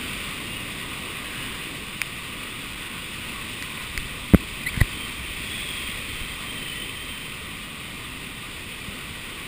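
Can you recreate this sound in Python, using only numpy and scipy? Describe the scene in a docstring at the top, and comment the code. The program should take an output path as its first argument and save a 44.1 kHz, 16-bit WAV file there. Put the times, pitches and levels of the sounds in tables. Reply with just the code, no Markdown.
"""Typhoon from an open walkway

Typhoon wind and driven rain, as shaped noise, rush past a small camera in a waterproof case. Vortices at
edges of the building whistle, as wavering narrow bands of noise. A hand knocks, squeaks and scrapes on
the wet case and drops tick on it, as ringing modes and gliding tones. The camera samples slowly, and
holding each sample adds a glassy fizz of mirrored treble."""
import sys
import numpy as np
from scipy import signal
from scipy.fft import rfft, irfft, next_fast_len
from scipy.io import wavfile
from scipy.ndimage import uniform_filter1d

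SR = 44100
rng = np.random.default_rng(int(sys.argv[2]) if len(sys.argv) > 2 else 0)


def store_pcm(level_fs):
    """Save levels as 16-bit WAV."""
    pcm = np.round(np.clip(level_fs, -1, 1) * 32767).astype(np.int16)
    wavfile.write(sys.argv[1], SR, np.atleast_2d(pcm).T)


N = 417627

# Spectra of the four layers of the storm as heard through the case.
# Each row: frequency in Hz, relative level in dB per Hz.
BUFFET_SPECTRUM = [(8, -14), (25, -3.5), (55, 1), (85, -6), (130, -16), (300, -41)]
ROAR_SPECTRUM = [(50, -39), (95, -1), (140, -0.5), (190, -1.5), (250, -1.5), (330, -5.5), (450, -9),
                 (570, -12.5), (720, -16.5), (870, -17), (1000, -18), (1300, -40)]
RUSH_SPECTRUM = [(700, -30), (900, -10.5), (1030, -2), (1130, 0), (1260, -.5), (1350, -7.5), (1460, -2),
                 (1600, -6.5), (1720, -10), (2000, -23.5)]
SPRAY_SPECTRUM = [(1500, -44), (1720, -12), (1900, -0.5), (2020, -1.5), (2200, -2), (2520, 1.5), (2700, 0),
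                  (2900, -4.5), (3550, -2.5), (4350, -14.5), (4650, -12.5), (5050, -14.5), (5500, -20),
                  (6000, -23)]
# Moves of the camera: start in s, time taken in s.
DRAW_BACK = (1.45, 0.55)  # back from over the parapet
TURN_IN = (3.7, 0.45)  # into the walkway
# Carrying the camera through the draught swells the buffeting.
CARRY_START_S, CARRY_RISE_S, CARRY_FALL_S, CARRY_DB = 3.6, 0.52, 3.1, 5.4


def wind():
    """Turbulent flow noise: buffeting on the case, roar of the gale, rush past the walls, sheets of spray."""
    strength_db = gust()
    carried = ramp(CARRY_START_S, CARRY_RISE_S) - ramp(CARRY_START_S + CARRY_RISE_S, CARRY_FALL_S)
    leaning_out = 1 - ramp(*DRAW_BACK)
    facing_out = 1 - ramp(*TURN_IN)

    # each layer: level in dB, plus its own growth in dB per dB of wind
    buffet_db = -45.7 + 0.5 * strength_db + CARRY_DB * carried + 0.69 * flutter(rate_hz=2.2)
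    roar_db = -41.5 + 0.3 * strength_db + 2 * leaning_out + 0.4 * flutter(rate_hz=3.0)
    rush_db = -44.5 + 0.6 * strength_db + 1.5 * facing_out + 0.19 * flutter(rate_hz=4.5)
    spray_db = -35.5 + 0.89 * strength_db

    buffet = gain_of(buffet_db) * turbulence(BUFFET_SPECTRUM, patchy_db=0.7, size=(8, 4))
    roar = gain_of(roar_db) * turbulence(ROAR_SPECTRUM, patchy_db=0.83, size=(8, 8))
    rush = gain_of(rush_db) * turbulence(RUSH_SPECTRUM, patchy_db=1.2, size=(20, 14))
    spray = gain_of(spray_db) * turbulence(SPRAY_SPECTRUM, patchy_db=0.47, size=(12, 16))
    shared_flutter = gain_of(0.27 * flutter(rate_hz=19))
    return buffet + roar + (rush + spray) * shared_flutter


# Strength of the wind, which drives every layer of the storm.
# Each row: time in seconds, strength in dB about its reference.
GUST_STRENGTH = [(0.0, 2.5), (0.2, 3.0), (0.45, 1.05), (1.08, 0.4), (1.42, 1.5), (1.9, -1), (2.9, -0.4),
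                 (3.65, 1.1), (4.15, -0.35), (4.55, -0.3), (4.85, 1.65), (5.25, 0.8), (5.6, 3.5), (5.87, 3),
                 (6.1, 1.35), (6.65, 0.64), (7.7, -2.5), (9.47, -1.3)]


def gust():
    """Slow modulation by gusts: strength of the wind in dB at every sample, joined by straight lines."""
    time_s, strength_db = np.transpose(GUST_STRENGTH)
    return np.interp(np.arange(N) / SR, time_s, strength_db)


def ramp(start_s, length_s):
    """Linear crossfade: goes from zero to one during a move of the camera."""
    return np.clip((np.arange(N) / SR - start_s) / length_s, 0, 1)


def turbulence(spectrum, patchy_db, size):
    """Spectral shaping of noise whose level shifts in eddies, smoothed over size (frames, bins)."""
    frame, hop = 2048, 512  # samples
    bin_hz = np.fft.rfftfreq(frame, 1 / SR)
    real, imag, eddies = rng.standard_normal((3, N // hop + 5, len(bin_hz)))
    eddies = uniform_filter1d(eddies, size[0], axis=0)
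    eddies = evened(uniform_filter1d(eddies, size[1], axis=1))

    # the colour is interpolated along log frequency
    row_hz, row_db = np.transpose(spectrum)
    colour_db = np.interp(np.log(bin_hz + 1), np.log(row_hz + 1), row_db)
    frames = (real + 1j * imag) * gain_of(colour_db + patchy_db * eddies)
    noise = signal.istft(frames.T, nperseg=frame, noverlap=frame - hop)[1]
    return evened(noise[:N])


# Louder whistles at edges of the building.
# Each row: time of the peak in seconds, length in seconds, level in dB, pitch in Hz, nominal width in Hz.
EDGE_WHISTLES = [(.56, 0.31, -42, 2820, 110), (1.403, .6, -45, 1654, 300), (4.426, .25, -48, 3000, 90),
                 (5.03, 0.2, -38, 3110, 80), (5.622, .42, -37.5, 3357, 150), (5.8, .3, -39, 3230, 120),
                 (5.75, 1.44, -42.5, 2484, 130), (6.25, .35, -42, 3150, 90), (6.572, .34, -39, 3120, 100),
                 (6.681, .45, -41.5, 1940, 170), (6.774, 0.33, -36.5, 3060, 101),
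                 (7.089, 0.58, -40, 3120, 100)]
WHISTLE_BEND = 0.00803  # share by which the pitch sags at both ends of a whistle
# The faint whistle that never stops, from one edge outside and another in the walkway:
# pitch in Hz, rise in Hz per dB of wind, level in dB, nominal width in Hz.
OUTER_EDGE = (2900, 6, -47, 200)
INNER_EDGE = (3100, 58, -49.5, 152)


def edges():
    """Aeolian tones: a faint one follows the wind; louder ones swell and die in an arch of level and pitch."""
    strength_db, inside = gust(), ramp(*TURN_IN)
    hz, rise, db, width = (
        outer + (inner - outer) * inside for outer, inner in zip(OUTER_EDGE, INNER_EDGE))
    steady = whistle(hz + rise * strength_db, width, waver_hz=30.6, flicker_db=2.5)
    out = gain_of(db + strength_db) * steady  # grows 1 dB per dB of wind

    for peak_s, length_s, db, hz, width in EDGE_WHISTLES:
        arch = signal.windows.cosine(round(length_s * SR))
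        bent_hz = hz * (1 - WHISTLE_BEND * (1 - arch))
        tone = whistle(bent_hz, width, waver_hz=22.9, flicker_db=0.7)
        add(out, peak_s - length_s / 2, gain_of(db) * arch * tone)
    return out


def whistle(hz, width_hz, waver_hz, flicker_db):
    """Vortex shedding at an edge: a narrow band of noise that wavers, and frays as it widens."""
    count = len(hz)
    narrow = flutter(55, count) + 1j * flutter(55, count)
    wide = flutter(260, count) + 1j * flutter(260, count)
    frayed = np.clip((width_hz - 90) / 330, 0, 1)
    band = np.sqrt(1 - frayed) * narrow + np.sqrt(frayed) * wide

    # a turning phase carries the band up to the pitch
    wavering_hz = hz + waver_hz * flutter(rate_hz=12.85, count=count)
    carrier = np.exp(2j * np.pi * np.cumsum(wavering_hz) / SR)
    flicker = gain_of(flicker_db * flutter(rate_hz=14, count=count))
    return flicker * (band * carrier).real


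# Knocks of the hand on the case. Each row: start in seconds, peak level in dB, contact time in seconds,
# stiffness of the grip as a factor on the modes, direction (push 1 or release -1).
HAND_KNOCKS = [(3.977, -21.5, 0.0027, 0.34, -1), (4.3370, 1, 0.00052, 1.1, 1),
               (4.3456, 0, 0.00034, 1.1, -1), (4.3467, 0, 0.00042, 0.786, 1),
               (4.775, -14.5, 0.0009, 0.78, -1), (4.814, -3.5, 0.001, 0.56, -1),
               (6.213, -24, 0.0033, 0.44, 1), (8.885, -25, .0012, 0.96, 1)]
# Modes of the case under a blow of the hand, before the stiffness factor.
# Each row: frequency in Hz, level in dB, time to decay by 60 dB in seconds.
CASE_MODES = [(70.5, 2, 0.042), (175, 4.5, 0.016), (424, -17, 0.0071), (1130, -7.5, 0.0036),
              (1930, -6, 0.007)]


def knocks():
    """Impact excitation: dull pushes and releases of the hand ring the modes of the whole case."""
    out = np.zeros(N)
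    for start_s, db, contact_s, stiffness, direction in HAND_KNOCKS:
        add(out, start_s, np.sign(direction) * gain_of(db) * blow(CASE_MODES, contact_s, stiffness))
    return out


def blow(modes, contact_s, stiffness):
    """Modal response to a short push, scaled to a peak of one; a longer contact gives a duller sound."""
    t = np.arange(SR // 10) / SR
    ring = np.zeros(len(t))
    for hz, db, t60_s in modes:
        # a stiffer grip raises the pitch and shortens the decay
        decay = gain_of(db - 60 * t * stiffness / t60_s)
        ring += decay * np.sin(2 * np.pi * hz * stiffness * t)
    push = t * np.exp(-t / contact_s)
    sound = signal.fftconvolve(push, np.diff(ring, prepend=0))[:len(t)]
    return sound / abs(sound).max()


# Wet fingers slipping on the plastic. Each row: start in seconds, length in seconds,
# level of the fundamental in dB, first pitch in Hz, last pitch in Hz.
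FINGER_SQUEAKS = [(4.633, .009, -29, 2400, 2460), (4.661, 0.02, -18.5, 1920, 2100),
                  (4.68, 0.017, -24, 2100, 2550), (4.701, 0.0078, -35, 3200, 3650),
                  (4.8074, 0.013, -19, 2052, 1830)]


def squeaks(octave_db, jitter):
    """Stick-slip friction: skin slips some thousands of times a second in brief gliding tones."""
    out = np.zeros(N)
    unsteady = 1 + jitter * flutter(rate_hz=300)
    for start_s, length_s, db, first_hz, last_hz in FINGER_SQUEAKS:
        count = round(length_s * SR)
        glide_hz = np.linspace(first_hz, last_hz, count) * unsteady[round(start_s * SR):][:count]
        angle = 2 * np.pi * np.cumsum(glide_hz) / SR
        tone = np.sin(angle) + gain_of(octave_db) * np.sin(2 * angle)
        add(out, start_s, gain_of(db) * signal.windows.cosine(count) * tone)
    return out


# Fingers scraping over the case. Each row: start in seconds, length in seconds,
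# level in dB of the strongest possible slip.
FINGER_SCRAPES = [(4.737, .06, -23.5), (4.804, .011, -17)]
# Modes of the thin wall of the case under a drop or a slipping finger, before the factor of the hit.
# Each row: frequency in Hz, level in dB, time to decay by 60 dB in seconds.
WALL_MODES = [(1300, -21, .004), (2260, -8, 0.011), (2240, 11.5, 0.0075), (3500, -2, .002),
              (4700, 5.5, 0.0031)]


def scrapes(count=14, wall_db=-3, spread_db=9):
    """Random micro-impacts: uneven slips of the skin, each a tiny blow on the case and its wall."""
    out = np.zeros(N)
    case = blow(CASE_MODES, contact_s=0.00007, stiffness=0.94)
    wall = blow(WALL_MODES, contact_s=0.00004, stiffness=0.874)
    slip = case + gain_of(wall_db) * wall
    for start_s, length_s, db in FINGER_SCRAPES:
        for when, weakness, side in rng.random((count, 3)):
            level = gain_of(db - spread_db * weakness)
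            add(out, start_s + when * length_s, np.sign(side - 0.5) * level * slip)
    return out


# Drops striking the case. Each row: start in seconds, peak level in dB before the low cut,
# contact time in seconds, place of the hit as a factor on the modes.
RAIN_DROPS = [(2.0168, -5, 0.000063, 1.06), (3.625, -14.5, 0.000019, 0.9), (3.977, -9, 0.000041, 0.95)]


def drops(low_cut_hz=900):
    """Light impacts: dry ticks ring only the thin wall, as drops are too light to move the whole case."""
    ticks = np.zeros(N)
    for start_s, db, contact_s, place in RAIN_DROPS:
        add(ticks, start_s, gain_of(db) * blow(WALL_MODES, contact_s, place))
    low_cut = signal.butter(2, low_cut_hz, "high", fs=SR, output="sos")
    return signal.sosfilt(low_cut, ticks)


def flutter(rate_hz, count=N):
    """Band-limited random modulation: a wander of rms one, up to about the given rate."""
    size = next_fast_len(max(count, SR))
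    hz = np.fft.rfftfreq(size, 1 / SR)
    response = hz / (hz + 1) / (1 + (hz / rate_hz) ** 4)
    wander = irfft(rfft(rng.standard_normal(size)) * response, size)
    return evened(wander)[:count]


def gain_of(db):
    """Logarithmic level: decibels to amplitude."""
    return 10 ** (np.asarray(db) / 20)


def evened(x):
    """Power normalization: scales to an rms of one."""
    return x / np.sqrt(np.mean(x ** 2) + 1e-20)


def add(mix, start_s, sound):
    """Superposition: mixes a sound in at a given time."""
    part = mix[round(start_s * SR):][:len(sound)]
    part += sound[:len(part)]


def scene():
    """Superposition of the storm outside and the touches of hand and rain on the case."""
    storm = wind() + edges()
    touches = knocks() + squeaks(octave_db=-13.5, jitter=0.024) + scrapes() + drops()
    return (storm + touches)[None]


CAMERA_HZ, OUTPUT_HZ = 12000, 48000  # sampling rate of the camera, rate at which its samples are held
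EDGE_HZ = 15400  # upper limit of the mirrored treble


def record(dry):
    """Zero-order hold: the camera samples slowly, overloads, and mirrors sound into the treble."""
    sampled = np.clip(signal.resample_poly(dry, CAMERA_HZ, SR, axis=1), -1, 1)
    held = np.repeat(sampled, OUTPUT_HZ // CAMERA_HZ, axis=1)
    out = signal.resample_poly(held, SR, OUTPUT_HZ, axis=1)[:, :N]
    high_cut = signal.firwin(511, EDGE_HZ, window=("kaiser", 9), fs=SR)
    return signal.oaconvolve(out, high_cut[None], "same")


dry = scene()
out = record(dry)
store_pcm(out)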